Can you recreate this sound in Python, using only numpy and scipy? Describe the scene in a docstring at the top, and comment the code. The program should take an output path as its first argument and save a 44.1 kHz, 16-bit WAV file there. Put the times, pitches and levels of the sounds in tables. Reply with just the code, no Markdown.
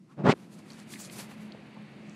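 """Glowing embers at night. A distant low drone is there from the start, and a thin outdoor hiss comes up
over the first second. Almost at once something drags over the body of a hand-held camera: it sticks and
slips in one short, rumbling rub that brightens and lets go with a click. Soft swishes follow, probably
a sleeve. From 0.7 seconds on the embers tick as they crack, and the last tick comes just before the end."""
import sys
import numpy as np
from scipy import signal
from scipy.fft import rfft, irfft, next_fast_len
from scipy.io import wavfile
from scipy.ndimage import map_coordinates

SR = 44100
rng = np.random.default_rng(int(sys.argv[2]) if len(sys.argv) > 2 else 0)


def unload_wav(signal):
    """Save mono or channel-first audio to the path in sys.argv[1] as 16-bit WAV at rate SR, clipped to [-1, 1]."""
    wavfile.write(
        sys.argv[1],
        SR,
        np.round(np.clip(np.atleast_2d(signal).T, -1, 1) * 32767).astype(np.int16),
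    )


N = 94815


def rub():
    """Something drags over the casing: coarse catches shake it, finer ones scrape and scuff."""
    # Each row: time in seconds, then relative levels in dB of the judder, the scrape and the scuff.
    levels = [(0.165, -68, -75, -95), (0.18, -39, -56, -69), (0.2, -32.5, -48.5, -62),
              (0.232, -37.5, -53, -69), (0.248, -19, -38, -52), (0.262, -22, -27, -41.5),
              (0.273, -23.5, -22.5, -40.5), (0.282, -28, -25, -41.5), (0.295, -13.5, -21.5, -33),
              (0.306, -25, -26, -31.5), (0.321, -36.5, -31.5, -32.5), (0.328, -22, -28.5, -37.5),
              (0.333, -40, -47, -56), (0.34, -48, -66, -67)]
    # The tone of the middle scrape and of the high scuff. Each row: frequency in Hz, level in dB.
    scrape_tone = [(200, -50), (550, 3), (800, -2.5), (1300, -2.5), (2400, -18.5), (3500, -34), (8000, -47)]
    scuff_tone = [(1000, -14.5), (2200, 5.5), (2900, 1), (4500, -6), (8000, -19), (11000, -32),
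                  (15000, -44)]
    low_db, middle_db, high_db = curves(levels)
    t = np.arange(N) / SR
    touching = (t > levels[0][0]) & (t < levels[-1][0])
    rumble = amp(low_db - 1) * judder()
    scrape = amp(middle_db - 0.5) * friction(scrape_tone, rate=3400, scatter_db=0.5)
    scuff = amp(high_db + 0.5) * friction(scuff_tone, rate=5100, scatter_db=2.5)
    return touching * (rumble + scrape + scuff)


def judder():
    """The grip sticks and slips at an uneven pace, and each slip shakes the casing."""
    # The low tone of the shaking. Each row: frequency in Hz, level in dB.
    tone = [(25, -42), (50, -32), (85, -43), (130, 9.5), (190, 8), (260, 3.5), (410, -4), (600, -4.5),
            (900, -13.5), (1500, -58)]
    slips_per_second, uneven_db = 259, 0.5
    shift, size, turn = rng.standard_normal((3, N // 20))
    seconds = (np.arange(N // 20) + 0.35 * shift) / slips_per_second
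    at = np.abs(seconds * SR).astype(int)
    push = amp(uneven_db * size)
    # Two parts, a quarter of a wave apart, let each shake start at its own point in the wave.
    along = np.bincount(at, push * np.cos(np.pi * turn), N)[:N]
    across = np.bincount(at, push * np.sin(np.pi * turn), N)[:N]
    return coloured(along + signal.hilbert(across).imag, tone)


def slips():
    """Each hard slip knocks the casing, which rings briefly at pitches that move with the grip."""
    # The hardest slips. Each row: time in seconds, peak in dB.
    hard_slips = [(0.1915, -32.5), (0.2083, -29), (0.2475, -17), (0.2591, -14), (0.271, -14),
                  (0.2753, -8.5), (0.2859, -12.5), (0.2950, -4.5), (0.2978, -12), (0.3027, -13),
                  (0.3271, -22), (0.3374, -24.5)]
    # How the casing rings. Each row: pitch in Hz, relative level in dB, seconds to fade by 60 dB.
    casing = [(228, -28, 0.028), (395, 13.5, 0.0092), (690, -1.5, 0.0099), (1500, -17, 0.0066)]
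    rise_s, shift_octaves = 0.00064, 0.06
    pitch_shifts = 2 ** (shift_octaves * rng.standard_normal((len(hard_slips), len(casing))))
    t = np.arange(N) / SR
    out = np.zeros(N)
    for (start, db), shifts in zip(hard_slips, pitch_shifts):
        age = np.maximum(t - start + rise_s, 0)
        knock = sum(amp(level - 60 * age / fade_s) * np.sin(2 * np.pi * hz * shift * age)
                    for (hz, level, fade_s), shift in zip(casing, shifts))
        knock *= 1 - np.exp(-age / rise_s)
        out += amp(db) * knock / np.abs(knock).max()
    return out


def release():
    """The grip lets go with one dry click."""
    # The tone of the click. Each row: frequency in Hz, level in dB.
    tone = [(300, -3), (700, 8), (1500, 0), (3000, -8), (4200, -43), (6500, -27), (11000, -38),
            (15000, -55)]
    start_s, peak_db, fade_s = 0.3367, -25.5, 0.0029
    age = np.arange(N) / SR - start_s
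    fade = (age >= 0) * amp(-60 * np.abs(age) / fade_s)
    click = coloured(rng.standard_normal(N) * fade, tone)
    return amp(peak_db) * click / np.abs(click).max()


def ticks():
    """An ember cracks: a sharp snap, then a short crumbling that rings around one pitch."""
    # Each row: start in seconds, relative peak in dB, pitch in Hz, seconds to fade by 60 dB,
    # width in octaves. Wide ticks sound dry.
    cracks = [(0.7035, -41.5, 4310, .03, .1), (0.7195, -47, 5300, .03, .22),
              (0.7333, -44, 5170, .007, 0.32), (0.8008, -39.5, 4930, .003, .5),
              (0.938, -35.5, 2010, 0.023, 0.22), (0.9387, -35, 2900, .014, 0.38),
              (0.9574, -39.5, 2010, 0.02, 0.25), (0.9667, -46.5, 2000, 0.022, .2),
              (1.0988, -42, 2300, .018, .3), (1.099, -41.5, 4280, 0.0091, .2),
              (1.199, -38.5, 4200, 0.015, .15), (1.5214, -36.5, 3530, 0.0032, 0.27),
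              (1.5215, -40.5, 4200, 0.015, 0.16), (1.5495, -40.5, 510, .008, 0.37),
              (2.0965, -43, 6400, 0.0019, 0.27)]
    snap_size, broad_db = 5.2, -18
    t = np.arange(SR // 8) / SR
    lead = SR // 100  # room for the filter to ring ahead of the snap
    out = np.zeros(N + SR)
    for start, db, pitch, fade_s, width in cracks:
        crumbling = rng.standard_normal(len(t)) * amp(-60 * t / fade_s)
        crack = np.pad(crumbling + snap_size * (t == 0), (lead, 0))
        ring = lambda hz: hump(hz, pitch, width) + amp(broad_db) * hump(hz, pitch, octaves=0.51)
        tick = filtered(crack, ring)
        at = round(start * SR) - lead
        out[at:at + len(tick)] += amp(db + 1.5) * tick / np.abs(tick).max()
    return out[:N]


def sizzle():
    """The glowing bed gives off sparse, tiny crackles."""
    # Their bright tone. Each row: frequency in Hz, level in dB.
    tone = [(3000, -17), (5000, -10), (8000, -1), (12000, -4), (15000, -22)]
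    level_db, rise_s = -86.5, 0.84
    rise = np.clip(np.arange(N) / SR / rise_s, 0, 1) ** 2
    return amp(level_db) * rise * friction(tone, rate=60, scatter_db=2)


def swishes():
    """Cloth slides in swells: a fine hiss with a sheen on top, and a lower brushing where it presses."""
    # Each row: middle in seconds, half length in seconds, relative levels in dB of the hiss
    # and the brushing, extra sheen in dB.
    strokes = [(0.122, 0.021, -75.5, -68, -2), (0.41, 0.07, -68, -60.5, 2), (0.538, 0.023, -64, -68.5, 0),
               (0.594, 0.016, -64.5, -61, -2), (0.735, 0.064, -60.5, -57, -3),
               (0.806, 0.023, -64.5, -63.5, -5), (0.93, 0.025, -47, -55.5, 0.5),
               (1.002, 0.015, -49, -55.5, -1), (1.051, 0.022, -48, -57.5, -4),
               (1.133, 0.018, -50.5, -71, 3.5), (1.197, 0.029, -45, -45.5, 3), (1.25, 0.025, -68, -68, -6),
               (1.316, 0.021, -60, -51.5, 4.5), (1.426, 0.039, -64.5, -61, 3)]
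    # The tones of the hiss, the brushing and the sheen. Each row: frequency in Hz, level in dB.
    hiss_tone = [(2000, -30), (3200, -5), (4600, 1.5), (5400, -2), (7200, 0), (9500, -2), (11500, -9),
                 (15500, -69)]
    brush_tone = [(200, 4.5), (550, 1), (1200, 0.5), (2300, -1.5), (4300, -8.5), (6500, -16.5),
                  (12000, -65)]
    sheen_tone = [(8000, -6), (11000, 4.5), (13500, -3.5), (15600, -9)]
    hiss, brush, sheen = np.zeros((3, N))
    for middle_s, half_s, hiss_db, brush_db, sheen_db in strokes:
        shape = swell(middle_s, half_s)
        hiss += amp(hiss_db - 1.5) * shape
        brush += amp(brush_db) * shape
        sheen += amp(hiss_db + sheen_db - 10) * shape
    hiss *= friction(hiss_tone, rate=15000, scatter_db=2.5)
    brush *= friction(brush_tone, rate=5000, scatter_db=0)
    sheen *= noise(sheen_tone)
    flicker_db = 1.03 * wobble(rate=90.02)
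    return (hiss + brush + sheen) * amp(flicker_db)


def faint_patches():
    """Brief, faint patches of noise, each around one pitch; one near 1 second is a very high, airy hiss."""
    # Each row: middle in seconds, half length in seconds, level in dB, pitch in Hz.
    patches = [(0.117, 0.019, -63, 1190), (1.01, 0.016, -56, 15000), (1.017, 0.018, -47.5, 7250),
               (1.774, 0.0093, -53, 885), (2.125, 0.07, -70, 6500)]
    out = np.zeros(N)
    for middle_s, half_s, db, pitch in patches:
        band = filtered(rng.standard_normal(N), lambda hz: hump(hz, pitch, octaves=0.27))
        out += amp(db) * swell(middle_s, half_s) * unit(band)
    return out


def outdoors():
    """A distant drone with a wavering hum, under a soft rush and a thin hiss."""
    # Each row: time in seconds, then relative levels in dB of the drone, the rush and the hiss.
    air_levels = [(0, -57, -73.5, -81), (0.17, -55.5, -67, -75.5), (0.36, -51, -62.5, -78.5),
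                  (0.62, -50, -60.5, -66), (0.89, -49, -60.5, -60.5), (1.09, -49, -56, -58),
                  (1.36, -48.5, -56.5, -59), (1.72, -51.5, -56.5, -60), (2.15, -49, -58, -59.5)]
    # How the hum swells and sinks. Each row: time in seconds, level in dB.
    hum_levels = [(0, -81), (0.5, -57), (0.85, -56), (1.15, -55.5), (1.33, -50.5), (1.48, -45),
                  (1.7, -60.5), (1.81, -46.5), (1.92, -55.5), (2.1, -52.5)]
    # The tones of the low drone, middle rush and high hiss. Each row: frequency in Hz, level in dB.
    drone_tone = [(25, -28), (55, -20), (78, -11), (100, -10), (130, -0.5), (160, 2.5), (210, 2.5),
                  (290, -6.5), (345, -4), (450, -24.5), (900, -70)]
    rush_tone = [(200, -38), (400, -1.5), (580, -2), (900, -8.5), (1300, -12), (2500, -59)]
    hiss_tone = [(500, -5), (1100, -3), (1600, 1), (2000, 2.5), (2600, 2.5), (3200, -5.5), (4600, -8),
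                 (5300, -18), (9000, -22), (12000, -31), (15500, -64)]
    hum_hz, wander_hz = 213.5, 2.71
    drone_db, rush_db, hiss_db = curves(air_levels)
    hum_db, = curves(hum_levels)
    phase = 2 * np.pi * np.cumsum(hum_hz + wander_hz * wobble(rate=14)) / SR
    hum = np.sqrt(2) * amp(hum_db + 0.27 * wobble(rate=17.5)) * np.sin(phase)
    drone = amp(drone_db + 0.5) * noise(drone_tone)
    rush = amp(rush_db - 1.5) * noise(rush_tone)
    hiss = amp(hiss_db + 1) * noise(hiss_tone)
    return hum + drone + rush + hiss


def microphone_hiss():
    """The microphone adds a faint, steady hiss of its own."""
    # Each row: frequency in Hz, level in dB.
    tone = [(2500, -4), (5000, 4), (9000, -2), (12000, -8), (15500, -30)]
    return amp(-80) * noise(tone)


def friction(tone, rate, scatter_db):
    """Tiny catches at random moments, about rate a second, their sizes spread by scatter_db."""
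    chance, size, sign = rng.random(N), rng.standard_normal(N), rng.choice([-1, 1], N)
    catches = (chance < rate / SR) * sign * amp(scatter_db * size)
    return coloured(catches, tone)


def noise(tone):
    """Smooth noise with the given tone, at strength 1."""
    return coloured(rng.standard_normal(N), tone)


def coloured(x, tone):
    """Shape a sound by rows of frequency in Hz and level in dB, then bring it to strength 1."""
    row_hz, row_db = np.transpose(tone)
    gain = lambda hz: amp(np.interp(np.log(hz + 1), np.log(row_hz), row_db, left=-120, right=-120))
    return unit(filtered(x, gain))


def filtered(x, gain):
    """Turn each frequency of a sound up or down by gain(hz)."""
    size = next_fast_len(len(x) + SR // 4)
    hz = np.fft.rfftfreq(size, 1 / SR)
    return irfft(rfft(x, size) * gain(hz), size)[:len(x)]


def swell(middle_s, half_s):
    """A smooth rise and fall, about half as high at half_s before and after its middle."""
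    distance = np.abs((np.arange(N) / SR - middle_s) / half_s)
    return np.exp(-0.7 * distance ** 1.63)


def hump(hz, pitch, octaves):
    """A bell-shaped curve around a pitch; octaves sets its width."""
    return np.exp(-(np.log2((hz + 1) / pitch) / octaves) ** 2 / 2)


def wobble(rate):
    """A smooth curve through rate random values a second."""
    return map_coordinates(rng.standard_normal(N // 20), [np.arange(N) * rate / SR], mode="wrap")


def curves(rows):
    """Join timed rows with straight lines: one curve for each column after the time."""
    seconds, *columns = np.transpose(rows)
    return [np.interp(np.arange(N) / SR, seconds, column) for column in columns]


def unit(x):
    """Bring a sound to an average strength (root mean square) of 1."""
    return x / np.sqrt(np.mean(x ** 2) + 1e-20)


def amp(db):
    """Turn decibels into a number to multiply by."""
    return 10 ** (np.asarray(db) / 20)


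def scene():
    """All the sounds added together in one channel."""
    foreground = rub() + slips() + release() + swishes() + faint_patches() + ticks() + sizzle()
    return (foreground + outdoors() + microphone_hiss())[None]


def record(dry):
    """The camera thins the deep bass and cuts off the highest treble."""
    low_cut_hz, top_hz = 103, 15750
    gain = lambda hz: (hz < top_hz) * hz ** 2 / np.hypot(hz ** 2, low_cut_hz ** 2)
    return np.array([filtered(channel, gain) for channel in dry])


dry = scene()
out = record(dry)
unload_wav(out)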